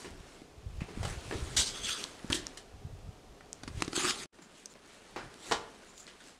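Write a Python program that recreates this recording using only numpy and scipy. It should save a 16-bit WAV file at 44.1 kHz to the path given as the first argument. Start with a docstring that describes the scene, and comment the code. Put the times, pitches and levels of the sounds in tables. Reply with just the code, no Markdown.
"""Soles shuffle through an empty wooden house: boards knock, grit scrapes and the bare rooms ring briefly.
Knocks are noise bursts through board resonances; scuffs, rubs and rustles are dense grains, coloured.
Brittle crumbs snap as short cracks. Close to the microphone a hand taps, bumps and rubs a camera body,
heard as clicks, damped low swings and stick-slip grains. Cloth and quiet air lie underneath.
The sound drops out once, briefly, and returns weaker."""
import sys
import numpy as np
from scipy import signal
from scipy.fft import rfft, irfft
from scipy.io import wavfile
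from scipy.ndimage import uniform_filter1d

SR = 44100
rng = np.random.default_rng(int(sys.argv[2]) if len(sys.argv) > 2 else 0)


def generate_wav(signal):
    """Clip the signal to [-1, 1] and save it as 16-bit WAV at the path in sys.argv[1]."""
    frames = np.transpose(np.atleast_2d(signal))
    scaled = np.clip(frames, -1, 1) * 32767
    pcm = np.round(scaled).astype(np.int16)
    wavfile.write(sys.argv[1], SR, pcm)


N = 281799
TIME = np.arange(N) / SR
HIT = TIME[:SR // 3]  # time axis of one hit


def gain_of(db):
    """Decibels to amplitude."""
    return 10 ** (np.asarray(db) / 20)


def evened(x):
    """Scales to rms 1."""
    return x / np.sqrt(np.mean(x ** 2) + 1e-20)


def topped(x, size=176):
    """Scales a hit so that its loudest 4 ms have rms 1."""
    loudest_power = uniform_filter1d(x ** 2, size, mode="constant").max()
    return x / np.sqrt(loudest_power + 1e-20)


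def read(points, hz):
    """Reads a curve of (Hz, value) points on a log-frequency axis."""
    f, value = np.transpose(points)
    return np.interp(np.log(hz + 1), np.log(f + 1), value)


def strokes(rows, rise_s, fall_s):
    """Gain of movements that rise, hold and fall, 20 dB per rise or fall time; the strongest one leads."""
    levels = []
    for s, hold, db in rows:
        before = (s - TIME) / rise_s
        after = (TIME - s - hold) / fall_s
        levels.append(db - 20 * np.maximum(before, after).clip(0, 10))
    return gain_of(np.max(levels, axis=0))


def add(mix, s, sound):
    """Mixes a sound in at a time in seconds."""
    part = mix[max(round(s * SR), 0):][:len(sound)]
    part += sound[:len(part)]


def colour(x, spectrum, lifts=(), size=8192):
    """Minimum-phase filter with a given spectrum and resonances of (Hz, width Hz, lift dB)."""
    hz = np.fft.rfftfreq(size, 1 / SR)
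    db = np.maximum(read(spectrum, hz), -100)
    db = db + sum(lift / (1 + (2 * (hz - f) / width) ** 2) for f, width, lift in lifts)
    log_gain = np.log(gain_of(np.r_[db, db[-2:0:-1]]))
    response = np.exp(np.conj(signal.hilbert(log_gain)))
    impulse = np.fft.ifft(response).real[:size // 2]
    return signal.oaconvolve(x, impulse)[:len(x)]


def dying(t60):
    """Exponential decay by 60 dB in t60 seconds, over the length of a hit."""
    return np.exp(-np.log(1000) * HIT / max(t60, 1e-3))


def ring(modes, scale=1):
    """Damped modes that take about a millisecond to build up, slightly detuned at every blow."""
    tones = np.zeros(len(HIT))
    for hz, db, t60 in modes:
        pitch = hz * scale * (1 + 0.0049 * rng.standard_normal())
        tones += gain_of(db) * dying(t60) * np.sin(2 * np.pi * pitch * HIT)
    return tones * (1 - dying(0.005))


def drift(hz):
    """Random fluctuation of rms 1 that weakens steeply above a given rate."""
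    rolloff = 1 + (np.fft.rfftfreq(N, 1 / SR) / hz) ** 4
    return evened(irfft(rfft(rng.standard_normal(N)) / rolloff, N))


def grains(per_s, spread_db, clump_db, clump_hz):
    """Tiny fractures of uneven size that come in stick-slip clumps."""
    size = gain_of(spread_db * np.minimum(rng.exponential(1, N), 4))
    sign = rng.choice([-1, 1], N)
    happens = rng.random(N) < per_s / SR
    return evened(size * sign * happens * gain_of(clump_db * drift(clump_hz)))


def wander(x, depth_db, size=(7, 12)):
    """The contact patch keeps changing, so resonances about 600 Hz wide come and go every 35 ms."""
    z = signal.stft(x, nperseg=512, noverlap=384)[2]
    patches = uniform_filter1d(rng.standard_normal(z.shape), size[0], 0)  # across frequency
    patches = uniform_filter1d(patches, size[1], 1)  # across time
    moved = signal.istft(z * gain_of(depth_db * evened(patches)), nperseg=512, noverlap=384)[1]
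    return evened(moved[:len(x)])


# Spectrum of the air. Each row: frequency in Hz, density in dB per Hz.
AIR_COLOUR = [(12, -37), (20, 8), (133, -3), (185, 1), (393, -1.5), (534, -0.5), (705, -2), (767, -4.5),
              (985, -8), (1300, -10), (1670, -15), (3260, -15.5), (6910, -19.5), (11700, -29.5),
              (15500, -41)]
# Hollow resonances of the rooms. Each row: frequency in Hz, width in Hz, lift in dB.
AIR_MODES = [(269, 45, 1.5), (411, 39, 9), (576, 110, -1.5), (745, 40, 3.5)]
AIR_DB = -60


def air():
    """The quiet wash of outdoor air in the hollow rooms: resonant noise with a slowly drifting level."""
    wash = evened(colour(rng.standard_normal(N), AIR_COLOUR, AIR_MODES))
    return gain_of(AIR_DB) * wash * gain_of(0.58 * drift(0.93))


# The walker moves, clothes and litter stir. Each row: start in seconds, hold in seconds, level in dB.
MOVES = [(0, 0.36, -61), (1.05, 1, -53.5), (2.2, 0.27, -56), (3.85, 1, -56.5), (4.9, 1, -52),
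         (5.75, 0.55, -54)]
MOVE_RISE_S, MOVE_FALL_S, STANDING_DB = 0.56, 0.37, -72


def stirring():
    """Gain of cloth and litter as the walker moves, with a faint floor at rest."""
    return np.hypot(strokes(MOVES, MOVE_RISE_S, MOVE_FALL_S), gain_of(STANDING_DB))


# Cloth swishes as a leg swings. Each row: start in seconds, hold in seconds, level in dB.
SWISHES = [(0, 0.013, -53), (.28, 0.091, -64.5), (1.088, .015, -48), (1.29, 0.28, -52.5),
           (2.05, 0.085, -59), (3.8, 0.035, -54), (4.58, 0.029, -53), (4.93, .02, -58), (5.47, .04, -42.5),
           (6.275, 0.0039, -50.5)]
SWISH_RISE_S, SWISH_FALL_S = 0.13, 0.14
# Spectrum of the leg swishes. Each row: frequency in Hz, density in dB per Hz.
SWISH_COLOUR = [(100, -17), (300, 0.5), (780, -5), (1400, -4), (3500, -5), (5600, -8), (8000, -6.5),
                (10000, -14), (12000, -24), (15000, -36.5)]
# Spectrum of the general rustle. 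Each row: frequency in Hz, density in dB per Hz.
RUSTLE_COLOUR = [(100, -15), (200, 1), (400, 0.5), (780, -5), (1400, -5.5), (3000, -9.5), (5600, -14),
                 (7200, -15.5), (9800, -18.5), (15000, -47.5)]
# A faint high rasp comes and goes. Each row: start in seconds, length in seconds, level in dB.
RASPS = [(4.396, 0.083, -55.5), (4.691, 0.048, -49.5), (5.405, 0.21, -50.5), (5.854, 0.095, -55.5),
         (5.92, 0.16, -49)]


def rustle(stir):
    """Fine crackle of cloth and litter, brighter where a leg swishes, with a narrow high rasp now and then."""
    fibres = wander(grains(per_s=5400, spread_db=2.5, clump_db=-0.1, clump_hz=40), depth_db=2.5)
    swish = strokes(SWISHES, SWISH_RISE_S, SWISH_FALL_S) * evened(colour(fibres, SWISH_COLOUR))
    swells = np.zeros(N)
    for s, length, db in RASPS:
        add(swells, s, gain_of(db) * np.hanning(int(length * SR)))
    rasp_colour = [(2000, -18), (6200, -10), (7100, 1.0), (8200, -12), (13000, -30)]
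    rasp = colour(grains(per_s=4400, spread_db=-1, clump_db=2.5, clump_hz=60), rasp_colour)
    cloth = colour(grains(per_s=5000, spread_db=0.0, clump_db=0.4, clump_hz=40), RUSTLE_COLOUR)
    return stir * wander(cloth, depth_db=1.5) + swish + swells * evened(rasp)


def crumbs(stir):
    """Wherever cloth and litter stir, a few tiny separate ticks stand out."""
    tick_colour = [(800, -42.5), (3000, 4), (7000, -1.5), (10000, -7), (15000, -20)]
    ticks = colour(grains(per_s=110, spread_db=4.0, clump_db=2.8, clump_hz=6.2), tick_colour)
    return gain_of(-13) * stir * evened(ticks)


def bump(hz):
    """One heavily damped low swing of the camera body."""
    swell = hz * HIT / 0.38
    return swell * np.exp(1 - swell) * np.sin(2 * np.pi * hz * HIT)


# The grip shifts or a footfall jolts the arm. Each row: start in seconds, hold in seconds, level in dB.
JOLTS = [(.1, 0.12, -55.5), (.67, 0.13, -46), (.99, 0.13, -42), (1.28, 0.32, -46.5), (1.72, 0.17, -54),
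         (2.31, 0.11, -51.5), (2.82, 0.13, -46.5), (3.04, 0.053, -48.5), (3.29, 0.023, -57),
         (3.68, 0.17, -47), (3.95, 0.27, -68), (5.16, 0.11, -50), (5.52, 0.044, -46)]
JOLT_RISE_S, JOLT_FALL_S, STEADY_HAND_DB = 0.075, 0.11, -73
SETTLE_DB, SETTLE_S = -15, 0.66  # a weaker, slower tremor surrounds every jolt
# Spectrum of the handling rumble. Each row: frequency in Hz, density in dB per Hz.
RUMBLE_COLOUR = [(8, -28), (20, 0.5), (43, 3), (90, -1), (135, -8), (220, -22), (400, -55)]
# The heaviest bumps of the hand. Each row: start in seconds, level in dB, pitch in Hz.
BUMPS = [(0.576, -46.5, 70), (0.661, -36, 83), (.783, -36, 70.4), (1.007, -32, 91), (1.027, -36, 97),
         (1.048, -32.5, 99), (1.175, -37, 65), (1.353, -35, 86), (1.422, -31, 59.5), (1.587, -34, 68),
         (2.3, -34.5, 89), (2.738, -44, 69), (2.849, -36.5, 119), (3.088, -37, 105), (3.746, -36.5, 95),
         (3.774, -33, 107), (5.258, -43, 131)]
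SMALL_BUMPS_PER_S, SMALL_BUMP_HZ, SMALL_BUMP_DB = 68, 113.5, -8.5  # dB relative to the effort


def handling():
    """Each jolt of the hand brings a rumble and a scatter of low bumps, then settles."""
    tremor = gain_of(SETTLE_DB) * strokes(JOLTS, SETTLE_S / 2, SETTLE_S)
    jolts = strokes(JOLTS, JOLT_RISE_S, JOLT_FALL_S)
    effort = np.maximum(jolts, tremor) + gain_of(STEADY_HAND_DB)
    rumble = evened(colour(rng.standard_normal(N), RUMBLE_COLOUR))
    nudges = rng.choice([-1, 1], N) * (rng.random(N) < SMALL_BUMPS_PER_S / SR)
    small = evened(signal.oaconvolve(nudges, bump(SMALL_BUMP_HZ))[:N])
    out = effort * (gain_of(-4) * rumble + gain_of(SMALL_BUMP_DB) * small)
    for s, db, hz in BUMPS:
        add(out, s, gain_of(db) * bump(hz))
    return out


# The hand rubs the camera, firmly and then lightly.
# Each row: start in seconds, hold in seconds, level in dB, depth of the surges in dB.
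RUBS = [(3.961, .148, -34.5, 2), (4.125, .11, -47, -0.5)]
RUB_RISE_S, RUB_FALL_S, SURGES_PER_S, PRESS_DB_PER_S = 0.038, 0.02, 22.6, 27
# Spectrum of skin on the camera body. Each row: frequency in Hz, density in dB per Hz.
RUB_COLOUR = [(88, -41), (150, -18.5), (373, 3.5), (420, -19), (561, -22.5), (781, -10), (948, -12.5),
              (1200, -8.5), (1570, -12), (3620, -11), (4480, -8.5), (5760, -10), (7560, -10), (10100, -18),
              (15500, -50)]


def rub():
    """Skin sticks and slips on the camera body in even surges, pressing harder through each stroke."""
    force = np.zeros(N)
    for s, hold, db, surge_db in RUBS:
        t = np.clip(TIME - s, 0, hold)
        press_db = PRESS_DB_PER_S * (t - hold / 2)
        sway_db = press_db + surge_db * np.cos(2 * np.pi * SURGES_PER_S * (TIME - s))
        force += strokes([(s, hold, db)], RUB_RISE_S, RUB_FALL_S) * gain_of(sway_db)
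    slips = grains(per_s=6000, spread_db=2.2, clump_db=0.5, clump_hz=200)
    modes = [(320, 59, -9.5), (1260, 300, 1.5), (2420, 980, 2.0), (4530, 410, 3), (5730, 510, -8.0)]
    return force * wander(colour(slips, RUB_COLOUR, modes), depth_db=3.5)


# Fingers tap the camera body. Each row: start in seconds, ring level in dB, ring pitch in Hz,
# click level in dB, t60 of the click in seconds.
TAPS = [(.418, -47.5, 285, -62, 0.019), (.818, -31.5, 162, -64, .01), (.974, -36.5, 216, -66, 0.022),
        (2.245, -36.5, 222, -68, .01), (2.301, -34, 246, -43.5, .01), (3.634, -45, 263, -44, .03),
        (3.677, -40, 254, -43, 0.056), (3.804, -47, 302, -48, .04), (3.8217, -32.5, 313, -27.5, 0.015),
        (3.879, -35, 306, -42.5, 0.021), (3.931, -39, 333, -39, 0.02), (3.9773, -31.5, 324, -39, 0.011),
        (4.048, -34.5, 310, -43, 0.014)]
# Ring of the camera body. Each row: multiple of the pitch, level in dB, t60 in seconds.
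CASE_MODES = [(.62, -15.5, 0.11), (1, 7, 0.027), (1.22, -16, 0.02)]
# Spectrum of the fingertip click. Each row: frequency in Hz, density in dB per Hz.
CLICK_COLOUR = [(240, -13.5), (400, -15), (700, -3.5), (1300, 0), (2150, -4), (3300, -7.5), (4900, -5.5),
                (6500, -11.5), (10000, -16.5), (14000, -47)]


def taps():
    """A dry click with the short hollow ring of the camera body, whose pitch follows the grip."""
    out = np.zeros(N)
    for s, ring_db, hz, click_db, t60 in TAPS:
        click = topped(colour(rng.standard_normal(len(HIT)) * dying(t60), CLICK_COLOUR))
        body = topped(ring(CASE_MODES, hz))
        add(out, s, gain_of(click_db) * click + gain_of(ring_db) * body)
    return out


# A crumb snaps close by. Each row: start in seconds, level in dB, centre in Hz, t60 in seconds.
SNAPS = [(2.0404, -34.5, 4200, 0.0059), (2.279, -58, 7500, .008), (2.3278, -39, 3520, .031),
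         (2.3289, -25, 3200, 0.017), (2.468, -37, 5440, .0053), (3.530, -39.5, 6800, .0039),
         (3.847, -48, 6000, .023), (4.1085, -31.5, 2960, 0.014), (4.658, -34.5, 6600, 0.014),
         (5.979, -50, 4300, .0065), (6.068, -44.5, 4230, .0074)]
# Brittle tone shared by every snap. Each row: frequency in Hz, density in dB per Hz.
BRITTLE_COLOUR = [(300, 5), (2000, -2), (3200, -1.5), (8000, -2), (10500, -12.5), (13000, -20),
                  (15500, -27)]


def snaps():
    """A brittle crumb breaks: one sharp crack, then a few milliseconds of splinters."""
    out = np.zeros(N)
    for s, db, hz, t60 in SNAPS:
        crack = rng.standard_normal(len(HIT)) * dying(t60)
        crack[0] += 5  # the sharp first break
        shape = [(hz / 10, -25), (hz / 2, -17), (hz * 0.87, -2), (hz, 0), (hz * 1.38, -7), (hz * 3, -20)]
        add(out, s, gain_of(db) * topped(colour(colour(crack, shape), BRITTLE_COLOUR)))
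    return out


# A sole skids on grit. Each row: start in seconds, hold in seconds, level in dB.
SKIDS = [(1.567, 0.034, -27), (1.66, 0.022, -39)]
SKID_RISE_S, SKID_FALL_S = 0.0025, 0.07
# Spectrum of the skid. Each row: frequency in Hz, density in dB per Hz.
SCRAPE_COLOUR = [(180, -9.5), (300, -6), (641, -13), (1000, -10.5), (1420, -11), (1590, -5.5), (1730, -15),
                 (2210, -4.5), (2520, -10), (3280, 1), (5570, 0), (8010, -1), (12300, -23.5), (15500, -38)]
# The sole pivots under the body's weight. Each row: start in seconds, hold in seconds, level in dB.
PIVOTS = [(1.76, 0.026, -46), (1.85, .015, -40.5), (1.886, 0.032, -36.5), (1.98, 0.034, -44.5)]
PIVOT_RISE_S, PIVOT_FALL_S = 0.063, 0.091
# Spectrum of the pivot. Each row: frequency in Hz, density in dB per Hz.
PIVOT_COLOUR = [(150, -34), (300, -25), (800, -20), (1300, -2), (1800, -8.5), (2800, -3), (4200, -5.5),
                (5600, -8.5), (8400, -6.5), (12000, -21), (15500, -39)]
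# Resonances of the pivoting sole. Each row: frequency in Hz, width in Hz, lift in dB.
SOLE_MODES = [(3350, 440, 9.5), (4750, 890, 4.5), (6370, 330, 9.5), (8400, 650, 0.5)]


def scuffs():
    """The sole skids, then pivots; dense grains sound through its resonances."""
    skid_modes = [(3900, 230, 3.5), (6350, 260, 1.8), (8050, 350, 1)]
    skid_grains = grains(per_s=9000, spread_db=2, clump_db=0.5, clump_hz=168)
    skid = wander(colour(skid_grains, SCRAPE_COLOUR, skid_modes), depth_db=2.5)
    pivot_grains = grains(per_s=9300, spread_db=1.0, clump_db=1.0, clump_hz=120)
    pivot = wander(colour(pivot_grains, PIVOT_COLOUR, SOLE_MODES), depth_db=3.0)
    return (strokes(SKIDS, SKID_RISE_S, SKID_FALL_S) * skid
            + strokes(PIVOTS, PIVOT_RISE_S, PIVOT_FALL_S) * pivot)


# A shoe meets a loose board. Each row: start in seconds, wood level in dB, crushed grit level in dB,
# t60 of the blow in seconds, pitch of that board in Hz.
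KNOCKS = [(.045, -44.5, -55.5, 0.19, 340), (.805, -47, -59.5, 0.21, 2670), (.883, -47.5, -77, 0.3, 395),
          (1.030, -39.5, -51, 0.15, 705), (1.050, -40.5, -42, 0.069, 1250), (1.311, -36.5, -65, 0.03, 1780),
          (1.324, -36, -64, 0.16, 397), (2.302, -39.5, -43, 0.082, 1390), (2.319, -36, -51, 0.095, 303),
          (2.323, -42.5, -35.5, 0.12, 2900), (2.344, -42, -35.5, 0.15, 324),
          (2.573, -55.5, -45.5, 0.076, 1550), (3.408, -52, -66, 0.027, 1700), (4.387, -46, -61, 0.074, 306),
          (4.42, -50, -66, 0.16, 192), (4.754, -45.5, -74.5, 0.08, 574), (5.161, -30.5, -51, 0.16, 880),
          (5.172, -39, -51, 0.49, 1460), (5.512, -22, -34, 0.09, 775), (5.52, -20, -27, 0.029, 1010),
          (5.522, -23, -27, .059, 1140), (5.531, -35.5, -35.5, 0.18, 1060),
          (6.076, -46.5, -46.5, 0.18, 3560), (6.204, -50, -51, 0.1, 1430)]
# Spectrum of board on floor. Each row: frequency in Hz, density in dB per Hz.
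BOARD_COLOUR = [(25, -27), (90, -13), (160, 0.5), (250, -0.5), (380, 2.5), (490, -4.5), (620, -3),
                (900, -5), (1300, -6.5), (1900, -6.5), (2500, -8.5), (3300, -16), (5000, -15.5),
                (8000, -30.5), (14000, -41)]
# Ringing of the floor. Each row: frequency in Hz, level in dB, t60 in seconds.
FLOOR_MODES = [(158.7, 2.5, 0.19), (400, -19, 0.26), (580, 1, 0.26), (790, -6, 0.13), (900, -9, 0.085),
               (985, -2, 0.16), (1130, -4, 0.17), (1418, 0, 0.18)]
# Spectrum of crushed grit. Each row: frequency in Hz, density in dB per Hz.
GRIT_COLOUR = [(880, -44), (1500, -23), (1640, -3.5), (2000, -8.5), (2380, -22.5), (3030, -4.5),
               (3430, -8.5), (4120, -7.5), (4540, -11), (7210, -10), (8750, -10.5), (13800, -33.5),
               (15000, -40)]
# Brightness of the grit from step to step. Each row: time in seconds, treble edge in Hz.
GRIT_EDGE = [(1, 11400), (2.3, 14700), (5.2, 6800)]


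def knocks():
    """A board clatters against the floor at its own pitch and sets it ringing, crushing the grit on it."""
    out = np.zeros(N)
    for s, wood_db, grit_db, t60, hz in KNOCKS:
        clatter, crush = rng.standard_normal((2, len(HIT))) * dying(t60)
        clatter[0] += 2  # first contact
        board = topped(colour(clatter, BOARD_COLOUR, [(hz, 30 + 0.47 * hz, 11)]))
        wood = board + gain_of(-18) * topped(ring(FLOOR_MODES))
        crush *= gain_of(2.8 * rng.standard_normal(len(HIT)))  # grains of uneven size
        edge_hz = min(np.interp(s, *np.transpose(GRIT_EDGE)), .45 * SR)
        crush = signal.lfilter(*signal.butter(2, edge_hz, fs=SR), crush)
        grit = topped(colour(crush, GRIT_COLOUR))
        add(out, s, gain_of(wood_db) * wood + gain_of(grit_db) * grit)
    return out


# Decay of the bare rooms. Each row: frequency in Hz, t60 in seconds.
ROOM_DECAY = [(100, 0.93), (400, .55), (1500, 0.47), (5000, 0.33), (12000, 0.1)]
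# First returns from floor, ceiling and walls. Each entry: delay in seconds.
ECHO_S = (.013, .021, .029, .037)


def room(x):
    """A few early returns among dense reflections off bare panelling, each band dying at its own speed."""
    returns = rng.standard_normal(SR) * (rng.random(SR) < 4000 / SR) * (TIME[:SR] > .006)
    for s in ECHO_S:
        add(returns, s, np.array([rng.choice([-4., 4.])]))
    hz, t, z = signal.stft(returns, SR, nperseg=256)
    decay = np.exp(-np.log(1000) * t / read(ROOM_DECAY, hz)[:, None])
    tail = signal.istft(z * decay, SR, nperseg=256)[1]
    return signal.fftconvolve(x, tail / np.linalg.norm(tail))[:N]


def scene():
    """Feet excite the room most, close snaps, taps and rubs faintly; handling, cloth and air stay dry."""
    boards, soles, close = knocks(), scuffs(), snaps() + taps() + rub()
    stir = stirring()
    echo = room(gain_of(-10.0) * boards + gain_of(-14) * soles + gain_of(-19.5) * close)
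    return (boards + soles + close + echo + handling() + rustle(stir) + crumbs(stir) + air())[None]


# Overall gain: steady, a brief dropout, then steady but weaker. Each row: time in seconds, gain in dB.
DROPOUT = [(4.259, 2.5), (4.263, -19.5), (4.28, -46), (4.32, -41), (4.328, -15), (4.345, -5)]
EDGE_HZ = 15700


def record(dry):
    """Rides the overall gain through the brief dropout, then cuts the treble above the band edge."""
    live = gain_of(np.interp(TIME, *np.transpose(DROPOUT)))
    lowpass = signal.firwin(511, EDGE_HZ, window=("kaiser", 9), fs=SR)
    return signal.oaconvolve(dry * live, lowpass[None], "same")


dry = scene()
out = record(dry)
generate_wav(out)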